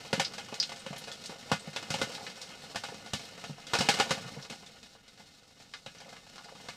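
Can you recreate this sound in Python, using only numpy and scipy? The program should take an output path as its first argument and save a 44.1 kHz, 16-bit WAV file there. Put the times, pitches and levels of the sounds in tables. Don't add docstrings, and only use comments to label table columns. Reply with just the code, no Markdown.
import sys
import numpy as np
from scipy import signal
from scipy.fft import irfft
from scipy.io import wavfile

SR = 44100
rng = np.random.default_rng(int(sys.argv[2]) if len(sys.argv) > 2 else 0)


def wav_record(signal):
    frames = np.transpose(np.atleast_2d(signal))
    bounded = np.clip(frames, -1, 1)
    quanta = np.round(bounded * 32767).astype(np.int16)
    wavfile.write(sys.argv[1], SR, quanta)


N = 298097

BAND_T60_S = [0.12, 0.096, 0.15, 0.17]
USUAL_STIRRING_DB = -59
RING_S = np.arange(SR // 4) / SR
RING_HZ = np.arange(len(RING_S) // 2 + 1) * SR / len(RING_S) + 1e-3


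def from_db(db):
    return 10 ** (np.asarray(db) / 20)


def rms_one(x):
    return x / np.sqrt(np.mean(x ** 2) + 1e-20)


def add(out, s, sound):
    i = max(0, round(s * SR))
    out[i:i + len(sound)] += sound[:N - i]


def drift(points_per_s):
    points = rng.standard_normal(2000)
    return np.interp(np.arange(N) / SR * points_per_s, np.arange(len(points)), points)


def resonance(hz, width_hz):
    return 1 / (1 + ((RING_HZ - hz ** 2 / RING_HZ) / width_hz) ** 2)


def box_colour(mode_width_hz=19):
    # frequency in Hz, gain in dB.
    background = [(60, 6), (120, -6), (200, 1), (330, -18), (620, -11.5), (1100, -13.5), (1900, -17),
                  (2600, -10.5), (3600, -10), (5000, -10), (6500, -14.5), (8400, -18.5), (9500, -25),
                  (15000, -36.5)]
    # frequency in Hz, strength in dB before a common doubling of power.
    modes = [(150, -0.5), (226, -2.5), (452, -1), (541, 3), (700, -0.5), (765, -5.5), (812, 1), (867, -4),
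             (948, -4), (1055, -9), (1167, -3), (1287, -6), (1437, 1), (1507, -3), (1669, -4.5),
             (1755, -4.5), (1810, -4), (2066, -1), (2132, -5), (2255, -5.5), (2396, -13), (2536, -1.5),
             (2729, -7), (2892, -3), (2939, -6.5), (3207, -6), (3741, -2.5), (3927, -3), (4237, -3.5),
             (4718, -5.5)]
    hz, db = np.transpose(background)
    power = from_db(np.interp(np.log(RING_HZ), np.log(hz), db)) ** 2
    for mode_hz, mode_db in modes:
        offset = 2 * (RING_HZ - mode_hz) / mode_width_hz
        power = power + 2 * from_db(mode_db) ** 2 / (1 + offset ** 2) ** 2
    return np.sqrt(power)


def box_bands():
    edges_hz = [90, 330, 1200, 3300, 16000]
    colour = box_colour()
    return [colour * (RING_HZ >= low) * (RING_HZ < high) for low, high in zip(edges_hz, edges_hz[1:])]


def ring(colour, t60_s, crack, crack_s, rise_s):
    phases = 2 * np.pi * rng.random(len(colour))
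    modes = irfft(colour * np.exp(1j * phases), len(RING_S))
    decay = from_db(-60 * RING_S / t60_s)
    onset = (1 + crack * np.exp(-RING_S / crack_s)) * (1 - np.exp(-RING_S / rise_s))
    sound = modes * decay * onset
    return sound / np.sqrt(np.mean(sound[RING_S < .03] ** 2))


def push(colour, hz, relative_width=1.0):
    return ring(colour * resonance(hz, relative_width * hz), t60_s=0.078, crack=0, crack_s=1, rise_s=0.0026)


def taps(rows, spot_db=2.0, spot_relative_width=0.079, roll_off_hz=12000):
    out, bands = np.zeros(N), box_bands()
    roll_off = 1 / np.hypot(1, (RING_HZ / roll_off_hz) ** 2)
    cracks = [3.0, 0.2, -0.2, 0.5]
    rises_s = [0.00094, 0.00022, 0.00019, 0.00033]
    trims_db = [-6.5, 0.3, 0.9, 0.3]
    for s, db, bright_db, body_db, spot_hz in rows:
        spot = roll_off * (1 + from_db(spot_db) * resonance(spot_hz, spot_relative_width * spot_hz))
        tilt_db = np.array([body_db - bright_db, -bright_db, 0, bright_db])
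        levels_db = db + tilt_db + trims_db
        for colour, level_db, t60_s, crack, rise_s in zip(bands, levels_db, BAND_T60_S, cracks, rises_s):
            add(out, s, from_db(level_db) * ring(colour * spot, t60_s, crack, crack_s=0.0018, rise_s=rise_s))
    return out


def stirring_db(s):
    # time in seconds, strength in dB.
    stirring = [(0, -54), (1.0, -56), (1.8, -55), (2.02, -48), (2.3, -56), (2.75, -55.5), (2.95, -57.5),
                (3.3, -54), (3.62, -59.5), (3.8, -47), (4.0, -45.5), (4.25, -54), (4.75, -62), (5.0, -66),
                (5.75, -65.5), (6.05, -61), (6.45, -61.5), (6.76, -57)]
    return np.interp(s, *np.transpose(stirring))


def night_air(rumble_db=-73, rumble_hz=90, hiss_db=-81):
    white = rng.standard_normal((2, N))
    rumble = signal.sosfilt(signal.butter(2, [12, rumble_hz], "band", fs=SR, output="sos"), white[0])
    return from_db(rumble_db) * rms_one(rumble) + from_db(hiss_db) * white[1]


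def straw(slips_per_s=1300, size_db=3.0, clump_db=1.73, patchy_db=2.0):
    # level in dB relative to the usual stirring, share of the stirring's swing that it follows.
    straw_bands = [(-0.93, 0.84), (-1.5, 1.25), (0.7, 1.08), (2.5, 0.85)]
    swing_db = stirring_db(np.arange(N) / SR) - USUAL_STIRRING_DB
    born = rng.random(N) < slips_per_s * from_db(clump_db * drift(35)) / SR
    sizes = from_db(size_db * np.minimum(rng.exponential(1, N), 4))
    slips = born * sizes * rng.choice([-1, 1], N)
    spot = rng.integers(0, 4, N)
    out = np.zeros(N)
    for colour, (band_db, follows), t60_s in zip(box_bands(), straw_bands, BAND_T60_S):
        force = slips * from_db(patchy_db * drift(60))
        crackle = np.zeros(N)
        for k in np.unique(spot):
            click = ring(colour, t60_s, crack=1.38, crack_s=0.0037, rise_s=.0001)
            crackle += signal.oaconvolve(force * (spot == k), click)[:N]
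        out += rms_one(crackle) * from_db(USUAL_STIRRING_DB + band_db + follows * swing_db)
    return out


def light_taps(per_s=6, usual_db=-58.5, spread_db=2.5, follows=0.85, low_hz=596, high_hz=3950):
    bright_usual_db, bright_spread_db = 1, 3.5
    rows = []
    for k in range(int(per_s * N / SR)):
        when, where = rng.random(2)
        strength, hardness = rng.standard_normal(2)
        s = (k + when) / per_s
        swing_db = stirring_db(s) - USUAL_STIRRING_DB
        db = usual_db + follows * swing_db + spread_db * strength
        bright_db = bright_usual_db + bright_spread_db * hardness
        spot_hz = low_hz * (high_hz / low_hz) ** where
        rows.append((s, db, bright_db, 0, spot_hz))
    return taps(rows)


def box_taps():
    # start in seconds, level in dB before the band trims, brightness in dB per band,
    # body in dB above or below the usual, frequency in Hz that the struck spot favours.
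    tap_rows = [(.129, -34, -2, 5, 495), (.1971, -32.5, -0.5, -2, 774), (.336, -51, 2.5, -12, 720),
                (.3802, -46, 0, -14, 790), (.5249, -54, -10, 1, 420), (.693, -50.5, 1, -2, 3180),
                (.719, -48.5, -0.5, -8, 2060), (.8637, -46.5, -3, 1, 537), (.929, -50.5, -5, -6, 580),
                (.9613, -51, 0.5, 3, 3180), (1.039, -56, 5.5, 4, 4530), (1.0801, -50.5, 0, -3, 1410),
                (1.1158, -53, 8.5, 8, 3400), (1.2944, -54.5, -7.5, 2, 1000), (1.5161, -32.5, -3, 5, 1130),
                (1.7611, -40.5, 1.5, -9, 3470), (1.8258, -50, 0.5, 6, 650), (1.9036, -40, 2, 10, 540),
                (1.9397, -38.5, -1.5, 2.5, 2850), (2.0151, -35, -1, 2, 630),
                (2.1503, -50.5, 5.5, -10, 4040), (2.5046, -57, -1, 4, 840), (2.7579, -40.5, 0, 3, 1790),
                (2.8369, -44, -0.5, -6, 860), (2.8863, -51.5, -2.5, 2, 960), (2.943, -54.5, 1, 10, 2510),
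                (3.0621, -57.5, -6, 2, 810), (3.134, -39.5, 2.5, 11.5, 3000), (3.4397, -48.5, -2, -1, 1310),
                (3.7346, -32.5, -.5, -5, 1400), (3.7518, -36, -1.5, -8, 2540), (3.7874, -39, 6, 18, 5360),
                (3.8072, -34.5, 0, 1.5, 2940), (3.8876, -27, -0.5, -1.5, 820),
                (3.9402, -41.5, 3.5, -1, 2800), (3.9882, -40.5, -0.5, -3, 780),
                (3.999, -29.5, -2, -8.5, 820), (4.1073, -33, -0.5, 1.5, 535),
                (4.4994, -48.5, 1.5, 7.5, 535.2), (4.524, -53, 0, 4, 4270), (4.662, -61, 7, 10, 3620),
                (4.9506, -66.5, -6.5, 0, 456), (5.1966, -60.5, -3, 2, 3180), (5.5999, -61.5, 0, 5, 2420),
                (5.8616, -49.5, 0, 4, 3830), (6.0908, -59, 3, -3, 2118), (6.127, -59.5, .5, 6, 677),
                (6.4435, -58.5, 4.5, 2, 4850), (6.551, -61.5, 1, 9, 1180), (6.686, -47, 0.5, 1, 2230)]
    return taps(tap_rows)


def footfalls(t60_s=0.13, rise_s=0.0024, settle=0.34, settle_s=0.0093, upper_ratio=1.365, upper_db=-6):
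    # start in seconds, peak of the thud in dB, settled pitch of the lower mode in Hz.
    steps = [(.178, -31, 160.5), (0.904, -34.5, 134), (1.673, -34.5, 144), (3.495, -33.5, 140),
             (3.788, -30, 152.6), (3.812, -33.5, 133), (4.17, -38, 153), (4.248, -38, 124),
             (4.371, -35, 133)]
    scuff_db, scuff_hz = -17.5, 487
    out, colour = np.zeros(N), box_colour()
    swell = (1 - np.exp(-RING_S / rise_s)) * np.exp(-np.log(1000) * RING_S / t60_s)
    for s, db, hz in steps:
        turn = 2 * np.pi * np.cumsum(hz * (1 + settle * np.exp(-RING_S / settle_s))) / SR
        upper = np.sin(upper_ratio * turn + rng.uniform(0, 2 * np.pi))
        thud = swell * (np.sin(turn) + from_db(upper_db) * upper)
        scuff = from_db(scuff_db) * push(colour, scuff_hz)
        add(out, s, from_db(db) * (thud / np.abs(thud).max() + scuff))
    return out


def plinks(click_hz=4000, click_width_hz=5000):
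    # start in seconds, rms over the first 30 ms in dB,
    # centre in Hz, width in Hz, bright click in dB relative to the resonance.
    plink_rows = [(0.248, -35, 5000, 1200, -11), (0.6007, -27.5, 5030, 1210, -20.5),
                  (0.627, -34.5, 4660, 2400, 2), (.793, -57.5, 8500, 1300, -29),
                  (.981, -50, 11500, 5000, -16), (1.259, -44, 7000, 9000, -12),
                  (1.596, -53, 8260, 1400, -15), (2.266, -43, 1930, 1800, -4.5),
                  (3.253, -52.5, 11000, 9000, -4), (4.4254, -49, 5270, 2000, -12),
                  (5.737, -43, 1600, 1090, -5), (5.984, -56, 5740, 1300, -10), (6.381, -49, 1260, 700, -11)]
    out, colour, click = np.zeros(N), box_colour(), resonance(click_hz, click_width_hz)
    for s, db, hz, width_hz, click_db in plink_rows:
        own = np.hypot(resonance(hz, width_hz), from_db(click_db) * click)
        add(out, s, from_db(db) * ring(colour * own, t60_s=0.12, crack=0.37, crack_s=0.001, rise_s=0.000077))
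    return out


def rubs(gap_s=.036, jitter=.25, usual_hz=810, spread_octaves=0.76, spread_db=2.5):
    # start in seconds, length in seconds, usual rms of a push in dB.
    bouts = [(1.098, .03, -52), (1.32, .05, -52.5), (2.07, 0.16, -49.5), (2.92, .03, -50),
             (4.174, .22, -52), (6.015, .16, -56), (6.408, .15, -56.5)]
    out, colour = np.zeros(N), box_colour()
    for start, length, db in bouts:
        for delay in np.arange(0, length, gap_s):
            late, pitch, strength = rng.standard_normal(3)
            s = start + delay + jitter * min(delay, gap_s) * late
            hz = usual_hz * 2 ** (spread_octaves * pitch)
            add(out, s, from_db(db + spread_db * strength) * push(colour, hz))
    return out


def scene(low_cut_hz=85):
    air = night_air()
    box = straw() + light_taps() + box_taps() + footfalls() + plinks() + rubs()
    low_cut = signal.butter(2, low_cut_hz, "high", fs=SR, output="sos")
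    return (signal.sosfilt(low_cut, box) + air)[None]


def record(dry, cutoff_hz=15500):
    return signal.sosfilt(signal.ellip(10, .2, 70, cutoff_hz, fs=SR, output="sos"), dry)


dry = scene()
out = record(dry)
wav_record(out)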